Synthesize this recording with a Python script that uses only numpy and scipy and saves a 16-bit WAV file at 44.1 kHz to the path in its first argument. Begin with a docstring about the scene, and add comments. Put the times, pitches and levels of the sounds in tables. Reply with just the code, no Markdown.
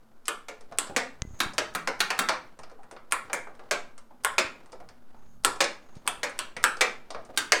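"""A small workshop, a wooden playfield: a hand works two pinball flipper linkages under the board.
Each plunger clacks into its coil stop and back onto its rest: a short random force rings filtered modes.
Loose parts tick, fingertips tap hollow notes, and fingers scuff the board as grainy coloured noise.
The microphone, worn on a shirt, takes one sharp knock, low decaying jolts, some cloth rub, rumble and
the slow sway of the arm. Walls answer each contact with a decaying noise tail; steady room air lies below."""
import sys
import numpy as np
from scipy import signal
from scipy.fft import rfft, irfft, next_fast_len
from scipy.io import wavfile
from scipy.ndimage import map_coordinates

SR = 44100
rng = np.random.default_rng(int(sys.argv[2]) if len(sys.argv) > 2 else 0)


def gain_from_db(level_db):
    """Turn a decibel level (scalar or array-like) into a linear amplitude factor."""
    decades = np.asarray(level_db, float) / 20
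    return 10 ** decades


def bounce(signal):
    """Save signal as a 16-bit WAV file at the path given by the first command-line argument."""
    frames = np.transpose(np.atleast_2d(signal))
    limited = np.clip(frames, -1, 1)
    pcm = np.round(limited * 32767).astype(np.int16)
    wavfile.write(sys.argv[1], SR, pcm)


N = 335138  # length in samples


def unit(x):
    """Scales a signal to rms 1."""
    return x / np.sqrt(np.mean(x ** 2) + 1e-20)


def along(points, hz):
    """Reads (f/Hz, value) points on a logarithmic frequency axis."""
    f, v = np.transpose(points)
    return np.interp(np.log(hz + 1), np.log(f + 1), v)


def wobble(rate):
    """A smooth random curve with rate knots a second."""
    knots = rng.standard_normal(int(N * rate / SR) + 4)
    return map_coordinates(knots, [np.arange(N) * rate / SR])


def filtered(x, response):
    """Passes x through a complex response of frequency."""
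    m = 2 * next_fast_len(len(x) // 2 + 4096)  # even length, padded with silence
    return irfft(rfft(x, m) * response(np.fft.rfftfreq(m, 1 / SR)), m)[:len(x)]


def noise(spectrum):
    """Steady random sound of rms 1, coloured by (f/Hz, relative level/dB) points."""
    return unit(filtered(rng.standard_normal(N), lambda hz: gain_from_db(along(spectrum, hz))))


def causal(spectrum):
    """Minimum-phase response with the given (f/Hz, level/dB) magnitude: nothing sounds before the blow."""
    def response(hz):
        cepstrum = irfft(np.log(gain_from_db(along(spectrum, hz))))
        half = len(cepstrum) // 2
        cepstrum[1:half] *= 2
        cepstrum[half + 1:] = 0
        return np.exp(rfft(cepstrum))
    return response


def modes(table, scatter_db):
    """Causal sum of damped resonances of alternating sign, each at a newly drawn strength."""
    new = rng.normal(0, scatter_db, len(table))

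    def response(f):
        total = 0
        for k, (centre, width, db) in enumerate(table):
            damping = 1j * f * width
            total = total + (-1) ** k * gain_from_db(db + new[k]) * damping / (centre ** 2 - f ** 2 + damping)
        return total
    return response


def add(track, s, x):
    """Mixes x into the track from time s."""
    track[round(s * SR):][:len(x)] += x


# how long the workshop rings: f/Hz, t60/s
ROOM_DECAY = [(200, 0.54), (400, 0.28), (1000, 0.33), (2800, 0.31), (7300, 0.28), (14000, 0.27)]
# what its walls send back: f/Hz, level/dB
WALL_COLOUR = [(300, 9), (2000, 2.5), (8000, -5.5), (14000, -11.5)]


def room(direct, spread, wet_db):
    """Direct sound plus a fresh tail of what spreads to the walls; each frequency dies at its own speed."""
    hz, t, z = signal.stft(rng.standard_normal(SR // 2), SR, nperseg=256)
    fading = z * gain_from_db(-60 * t / along(ROOM_DECAY, hz)[:, None])
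    tail = signal.istft(fading, SR, nperseg=256)[1][:SR // 2]
    tail = np.pad(tail / np.linalg.norm(tail), (round(.003 * SR), 0))  # 3 ms behind the direct sound
    tail = filtered(tail, causal(WALL_COLOUR))
    out = gain_from_db(wet_db) * signal.fftconvolve(spread, tail)
    out[:len(direct)] += direct
    return out


# where the tilt of a blow is set, the second band being the reference: f/Hz
TILT_BANDS = (500, 1700, 4500, 8500, 13500)


def blows(events, body, chatter_db, chatter_t60, wet_db, air_db):
    """A sharp contact and a short chatter of the loose link ring the body; where it lands tilts the balance."""
    track, t = np.zeros(N + SR), np.arange(SR // 10) / SR
    dense, peaks = body
    impulse = 1. * (t == 0)
    same_share = .42  # part of the energy to the walls that rings just as the direct sound does
    for s, db, low, upper, high in events:
        contact = gain_from_db(-60 * t / .004) * rng.standard_normal(len(t))
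        sparse = np.prod(rng.standard_normal((2, len(t))), axis=0)  # uneven micro-contacts
        chatter = gain_from_db(chatter_db - 60 * t / chatter_t60) * sparse
        onset = 1 - np.exp(-t / 0.00019)  # the faces seat within a fraction of a millisecond
        force = onset * (contact + chatter)
        dense_modes = causal(dense)
        lone_modes = modes(peaks, scatter_db=2)
        body_response = lambda hz: dense_modes(hz) + gain_from_db(-10) * lone_modes(hz)
        ring = filtered(force, dense_modes) + gain_from_db(-10) * filtered(force, lone_modes)
        # summed over all directions the blow has the body's own colour
        even = filtered(impulse, body_response)
        air = air_db + high / 2  # the top follows the treble halfway
        tilt = causal(list(zip(TILT_BANDS, (low, 0, upper, high, air))))
        direct, even = (filtered(gain_from_db(db) * x / np.linalg.norm(x), tilt) for x in (ring, even))
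        spread = np.sqrt(same_share) * direct + np.sqrt(1 - same_share) * even
        add(track, s, room(direct, spread, wet_db))
    return track[:N]


# the still air of the workshop: f/Hz, relative level per Hz/dB
AIR_COLOUR = [(15, -35.5), (25, -5.5), (38, -33), (146, -29.5), (167, -37), (238, -4), (288, -22),
              (1470, -24.5), (1600, -25.5), (1730, -50), (2900, -40.5), (15200, -43), (16500, -63)]


def room_air():
    """Steady coloured noise under the whole take, at -65 dB rms."""
    return gain_from_db(-65) * noise(AIR_COLOUR)


# fingers over board and wiring: f/Hz, relative level per Hz/dB
SCUFF_COLOUR = [(200, -6), (350, -1.5), (600, -4), (1300, -9.5), (2500, -18.5), (5000, -25), (12000, -39)]
# how hard they scuff, before the grain: t/s, level/dB
SCUFF_LEVEL = [(0, -67), (.85, -64), (.92, -56.5), (1.05, -59.5), (2.5, -61), (2.72, -65), (2.95, -68),
               (3.05, -66), (3.15, -54.5), (3.6, -61), (4.05, -67.5), (4.6, -58.5), (4.75, -61.5),
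               (4.9, -67.5), (5.4, -68), (6, -58), (7.05, -58.5), (7.6, -57.5)]


def scuffing():
    """Friction noise of fingers on board and wiring, its level wandering slowly and in fast grains."""
    level = np.interp(np.arange(N) / SR, *np.transpose(SCUFF_LEVEL))
    slow, grain = 1.6 * wobble(8.1), 2.9 * wobble(120)  # dB
    return gain_from_db(level + slow + grain) * noise(SCUFF_COLOUR)


# low rumble at the shirt microphone: f/Hz, relative level per Hz/dB
RUMBLE_COLOUR = [(15, -15), (30, 6), (70, -2), (200, -1.5), (400, -39.5)]
# the shirt heaves and the rumble swells: middle t/s, added level/dB, time to fall to 1/e either side/s
SHIRT_HEAVES = [(1.5, -55, 0.25), (2.24, -64.5, 0.24), (3.297, -72.5, .15), (4.337, -60, 0.1),
                (4.857, -63.5, 0.12), (5.413, -59.5, 0.23), (6.1, -64, 0.18), (6.78, -65.5, .15),
                (7.6, -59, 0.13)]


def rumble():
    """Low noise at the worn microphone, swelling in a bell-shaped curve with each heave of the shirt."""
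    now = np.arange(N) / SR
    level = gain_from_db(-71)  # between heaves
    for s, db, half in SHIRT_HEAVES:
        level = level + gain_from_db(db) * np.exp(-((now - s) / half) ** 2)
    return level * gain_from_db(wobble(7.9)) * noise(RUMBLE_COLOUR)


def arm_sway():
    """The slow sway of the arm reaches the microphone as noise of a few hertz."""
    return gain_from_db(-45.5) * noise([(1, -17.5), (2.5, 1.0), (5, -6.5), (14, -37.0), (40, -89.0)])


# what loose parts ring with: dense modes as f/Hz, level/dB; then those that
# stand out as f/Hz, width/Hz, level/dB (before scatter and a common 10 dB cut)
LOOSE_PARTS = ([(170, -24.5), (500, 2.5), (1400, -1.5), (3000, -12), (5000, -5), (9000, -11), (16000, -27)],
                [(605, 240, -3.5), (1490, 370, -0.5), (2300, 340, -10), (4730, 460, -25), (8600, 850, 0)])
# bounces and touches of loose parts: t/s, energy before tilt/dB,
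# tilt at 500 Hz/dB, at 4.5 kHz/dB, at 8.5 kHz/dB
LOOSE_TICKS = [(0.2554, -24.5, -16, 7, 9), (0.6084, -24.5, 0.5, -2, -1), (0.7228, -15.5, -1, -7, -14),
               (0.8714, -19, -3, 3, -4), (1.4324, -8, -21, -7, 3), (1.5349, -17.5, -5, -2, 4),
               (2.2164, -3, -23, -11, -4), (2.2924, 7.5, -8, -6, -12.5), (2.3297, -17, -16, -10, -2),
               (2.59, -16, -6, -8, -4), (2.6334, -17.5, -4.5, -1, -10), (2.6978, -23.5, -6, -10, -13),
               (2.7144, -27.5, 11, -5.5, -9), (2.8324, -23.5, -3, -14, -10), (2.9118, -15, -4.5, -9, -3),
               (2.9647, -11.5, -12, -13, -34), (3.2984, -8, -4.5, -11, -29), (3.4705, -13, -1, -24, -23),
               (3.5513, -26.5, -13, -10, -7), (3.5932, -17, 0, -11, -20), (3.9789, -19, -9, -6, 1.5),
               (4.337, -13.5, -14.5, -18, -14.5), (4.4054, -14, -26, -25, -20), (4.6593, -26, -7, -8, -4),
               (4.72, -27, -1, 3, 4), (4.7282, -19.5, 5, -7, -8), (4.802, -24, -6, -12, -10),
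               (4.8883, -19.5, -8, -3, -8), (5.5594, -15.5, -2, -4.5, -6.5), (5.641, -4.5, -21, 8, 3),
               (5.953, -34, -12, 6.5, 3), (5.9678, -33, -1, 4, -6), (6.2944, -7.5, -43, -16, -6),
               (6.566, -9, -3.5, -3, -3.5), (6.7694, -22.5, 11.5, 7, 5), (7.1044, -13.5, 3.5, 6, -3),
               (7.1467, -7, -1.5, -8, -24), (7.2504, -31, -10, 0, 8)]


def loose_ticks():
    """Loose parts bounce and touch, small contacts ringing light bodies."""
    return blows(LOOSE_TICKS, LOOSE_PARTS, chatter_db=-6.5, chatter_t60=0.057, wet_db=-3.5, air_db=-22)


# colour of the slack: tilt at 500 Hz/dB, at 4.5 kHz/dB, at 8.5 kHz/dB
SLACK_COLOUR = (-6.5, 1.8, 2.4)


def slack():
    """Before each pull lands the link takes up its play: a tick 11.5 ms earlier and 30.5 dB weaker."""
    events = [(s - .0115, db - 30.5, *SLACK_COLOUR) for s, db, *_ in LEFT_PULL_BLOWS + RIGHT_PULL_BLOWS]
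    return blows(events, LOOSE_PARTS, chatter_db=-0.5, chatter_t60=0.063, wet_db=-3.5, air_db=-2.0)


# left coil stop, board and bracket together: modes in the columns of LOOSE_PARTS
LEFT_STOP_BODY = ([(100, -40.5), (170, -28.5), (457, -8), (1020, -11), (1350, -1), (1800, -11), (2730, -7),
                   (4000, -13.5), (5400, -16.5), (7000, -12.5), (8200, -6), (9800, -7), (11500, -18),
                   (14000, -18), (16000, -42)], [(1110, 210, 7.5), (1500, 80, -12.5), (1567, 20, -18),
                   (2650, 70, -11), (2650, 70, -12.5), (3000, 50, -13.5), (8100, 600, 1.5)])
# left plunger into its stop: t/s, energy before tilt/dB,
# tilt at 500 Hz/dB, at 4.5 kHz/dB, at 8.5 kHz/dB
LEFT_PULL_BLOWS = [(0.2816, 5.5, -3, -1.5, -3.5), (0.7859, 1, 2.5, 8.5, 7.5), (3.1223, 11.5, -12, -6, -7),
                   (4.2475, 10.5, -10, -6.5, -6), (5.4479, 10.5, -3, 3, 0), (6.0764, 10, -9.5, -6, -5.5),
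                   (6.3902, 0, -5.5, 8.5, -2.5), (6.64, 14, -7, -0.5, -7)]


def left_pulls():
    """The left plunger, pulled in, clacks into its coil stop and rings board and bracket."""
    return blows(LEFT_PULL_BLOWS, LEFT_STOP_BODY, chatter_db=-16.5, chatter_t60=0.055, wet_db=-3.5, air_db=-4.8)


# left rest, board and bracket together: modes in the columns of LOOSE_PARTS
LEFT_REST_BODY = ([(100, -44), (170, -18), (542, 2), (1040, -2), (1540, 1), (1760, -1.5), (2300, 3.5),
                   (3240, -8), (3630, -5), (7060, -7), (16000, -27)], [(583, 43, 7.5), (1268, 29, -31.5),
                   (1495, 11, -7.5), (2550, 77, 3), (3980, 72, -27), (5500, 120, -6), (5200, 54, -4.5),
                   (7090, 89, -20.5)])
# left plunger back onto its rest: t/s, energy before tilt/dB,
# tilt at 500 Hz/dB, at 4.5 kHz/dB, at 8.5 kHz/dB
LEFT_RETURN_BLOWS = [(0.4839, -11.5, 3, -1, 1), (0.9632, 4.5, 2, 2, 4), (3.331, 4, -7, -12, 4.5),
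                     (3.711, 5.5, -1.5, -1, 1), (4.3819, 8.5, -2, 2, 1), (5.6051, 8.5, -3, 2.5, 2.5),
                     (6.2315, 2, -3.5, 0, -0.5), (6.8088, 11, -5, -0.5, -1)]


def left_returns():
    """The left plunger, let back, lands on its rest with a longer chatter of the link."""
    return blows(LEFT_RETURN_BLOWS, LEFT_REST_BODY, chatter_db=-5.5, chatter_t60=0.087, wet_db=-2.0, air_db=-4.5)


# fingertips on the board or a bracket: t/s, energy before tilt/dB, note f/Hz
FINGER_TAPS = [(.713, -20, 660), (0.8967, -12.5, 536), (2.59, -24.5, 644), (2.79, -27.5, 800),
               (2.925, -20, 560), (4.1071, -27, 845), (4.802, -20.5, 756), (5.1446, -27.5, 835),
               (6.057, -21, 750), (6.566, -11, 2160), (7.1467, -15.5, 660), (7.2904, -21.5, 674)]


def taps():
    """Soft fingertip contacts: little treble, the board or bracket answering with one broad hollow note."""
    total = np.zeros(N)
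    for s, db, hz in FINGER_TAPS:
        dense = [(hz / 2, -14), (hz, 0), (2 * hz, -22), (16000, -60)]
        body = dense, [(hz, hz / 6, 3)]
        total += blows([(s, db, 0, 0, 0)], body, chatter_db=-5.5, chatter_t60=.06, wet_db=-3, air_db=-1.5)
    return total


# resonances of the microphone capsule: f/Hz, width/Hz, relative level/dB
CAPSULE_MODES = [(6290, 290, 18.5), (2020, 520, -25), (4450, 4900, 4.5)]
# the microphone's clasp after the knock: f/Hz, starting level/dB, t60/s
CLASP_RING = (2030, -52.5, .25)


def knock():
    """One sharp knock on the worn microphone rings its capsule and, more faintly, its clasp."""
    track, t = np.zeros(N + SR), np.arange(SR // 5) / SR
    knock_s = 1.2203
    tick = filtered(gain_from_db(-60 * t / .0012), modes(CAPSULE_MODES, scatter_db=0))
    tick = filtered(tick, causal([(9000, 26), (14000, -66)]))  # the cloth muffles the top
    add(track, knock_s, gain_from_db(-14.5) * tick / np.abs(tick).max())
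    hz, db, t60 = CLASP_RING
    add(track, knock_s, gain_from_db(db - 60 * t / t60) * np.sin(2 * np.pi * hz * t))
    return track[:N]


# the shirt jolts the capsule: t/s, starting level/dB, f/Hz
SHIRT_JOLTS = [(1.22, -27, 57), (1.222, -18.5, 130), (1.251, -24.5, 199), (1.275, -27, 60),
               (1.308, -29.5, 85.8), (1.335, -29, 75), (1.462, -26, 143), (1.752, -34, 122),
               (4.448, -34, 80.4), (5.48, -38, 71), (5.968, -26, 158)]


def jolts():
    """The shirt jolts the capsule: low sine swings that die by 60 dB in 2.2 cycles."""
    track, t = np.zeros(N + SR), np.arange(SR // 5) / SR
    for s, db, hz in SHIRT_JOLTS:
        add(track, s, -gain_from_db(db - 60 * t * hz / 2.2) * np.sin(2 * np.pi * hz * t))
    return track[:N]


# cloth over the capsule: start t/s, end t/s, level at the end/dB
CLOTH_RUBS = [(1.222, 1.39, -62), (5.168, 5.331, -73), (5.819, 5.976, -71)]


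def cloth_rub():
    """Cloth rubs the capsule as a narrow treble hiss, each rub growing by 7 dB and then dying in 60 ms."""
    now, level = np.arange(N) / SR, np.zeros(N)
    for start, end, db in CLOTH_RUBS:
        times, levels = (start, end, end + .06), (db - 7, db, db - 13)
        level += gain_from_db(np.interp(now, times, levels, left=-120, right=-120))
    return level * noise([(5000, -34.5), (6000, -11), (6500, 5.5), (7000, -7), (8500, -24.0), (16000, -67.5)])


# right coil stop, board and bracket together: modes in the columns of LOOSE_PARTS
RIGHT_STOP_BODY = ([(100, -39), (170, -13.5), (923, -5.5), (1350, 2), (1490, 0.5), (2530, -4.5),
                    (2950, -10), (3630, 2), (4230, -3.5), (8710, -9), (16000, -24)], [(1410, 26, -6),
                    (1720, 130, -2), (2670, 520, -3), (3470, 130, -4.5), (3950, 45, -14), (4824, 210, 12.5),
                    (5730, 69, -29), (7290, 39, -10.5)])
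# right plunger into its stop: t/s, energy before tilt/dB,
# tilt at 500 Hz/dB, at 4.5 kHz/dB, at 8.5 kHz/dB
RIGHT_PULL_BLOWS = [(1.4027, 6.7, 0.5, -3.5, -3.5), (1.7498, 2.9, 1, -10, -2.5), (2.004, 8.6, -4.5, -2, -3),
                    (2.1899, 10, -3.5, -10.5, -1.5), (7.3744, 5.46, -2.5, 0, 7)]


def right_pulls():
    """The right plunger, pulled in, clacks into its coil stop with a strong chatter of the link."""
    return blows(RIGHT_PULL_BLOWS, RIGHT_STOP_BODY, chatter_db=-3.5, chatter_t60=0.057, wet_db=-2.5, air_db=1.5)


# right rest, board and bracket together: modes in the columns of LOOSE_PARTS
RIGHT_REST_BODY = ([(100, -64.5), (170, -24.5), (475, -2.5), (923, -4.5), (1120, 0), (2440, -1), (3240, -9),
                    (4480, -7), (8540, -13.5), (14000, -32.5), (16000, -54)], [(1170, 37, -10.5),
                    (1291, 21, -13), (1890, 27, -17), (2460, 51, -3), (4380, 540, 1.5), (4420, 61, -6),
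                    (5360, 37, -1.5), (5880, 87, -12.5)])
# right plunger back onto its rest: t/s, energy before tilt/dB,
# tilt at 500 Hz/dB, at 4.5 kHz/dB, at 8.5 kHz/dB
RIGHT_RETURN_BLOWS = [(1.5813, 6.05, -1, 0, -1), (1.8742, 3, 0, -3.5, -4), (2.1036, 3.9, -2, -3, -6),
                      (2.2874, 4.64, -12.5, 2.5, -4), (7.5208, 12.5, -4, -0.5, 1.5)]


def right_returns():
    """The right plunger, let back, lands on its rest and rings it."""
    return blows(RIGHT_RETURN_BLOWS, RIGHT_REST_BODY, chatter_db=-10.5, chatter_t60=0.064, wet_db=-2.5, air_db=2.6)


def scene():
    """Everything at the shirt microphone, in one channel."""
    workshop = room_air() + scuffing()
    flippers = left_pulls() + left_returns() + right_pulls() + right_returns()
    small_contacts = loose_ticks() + slack() + taps()
    shirt = rumble() + arm_sway() + knock() + jolts() + cloth_rub()
    return (workshop + flippers + small_contacts + shirt)[None]


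def roll_off(x):
    """The treble ends steeply here."""
    return signal.sosfilt(signal.butter(12, 17010, fs=SR, output="sos"), x)


def record(dry):
    """The recorder's input softly rounds off the highest peaks."""
    top = .88  # full scale is 1
    rounded = dry / (1 + np.abs(dry / top) ** 4) ** (1 / 4)
    return roll_off(rounded)


dry = scene()
out = record(dry)
bounce(out)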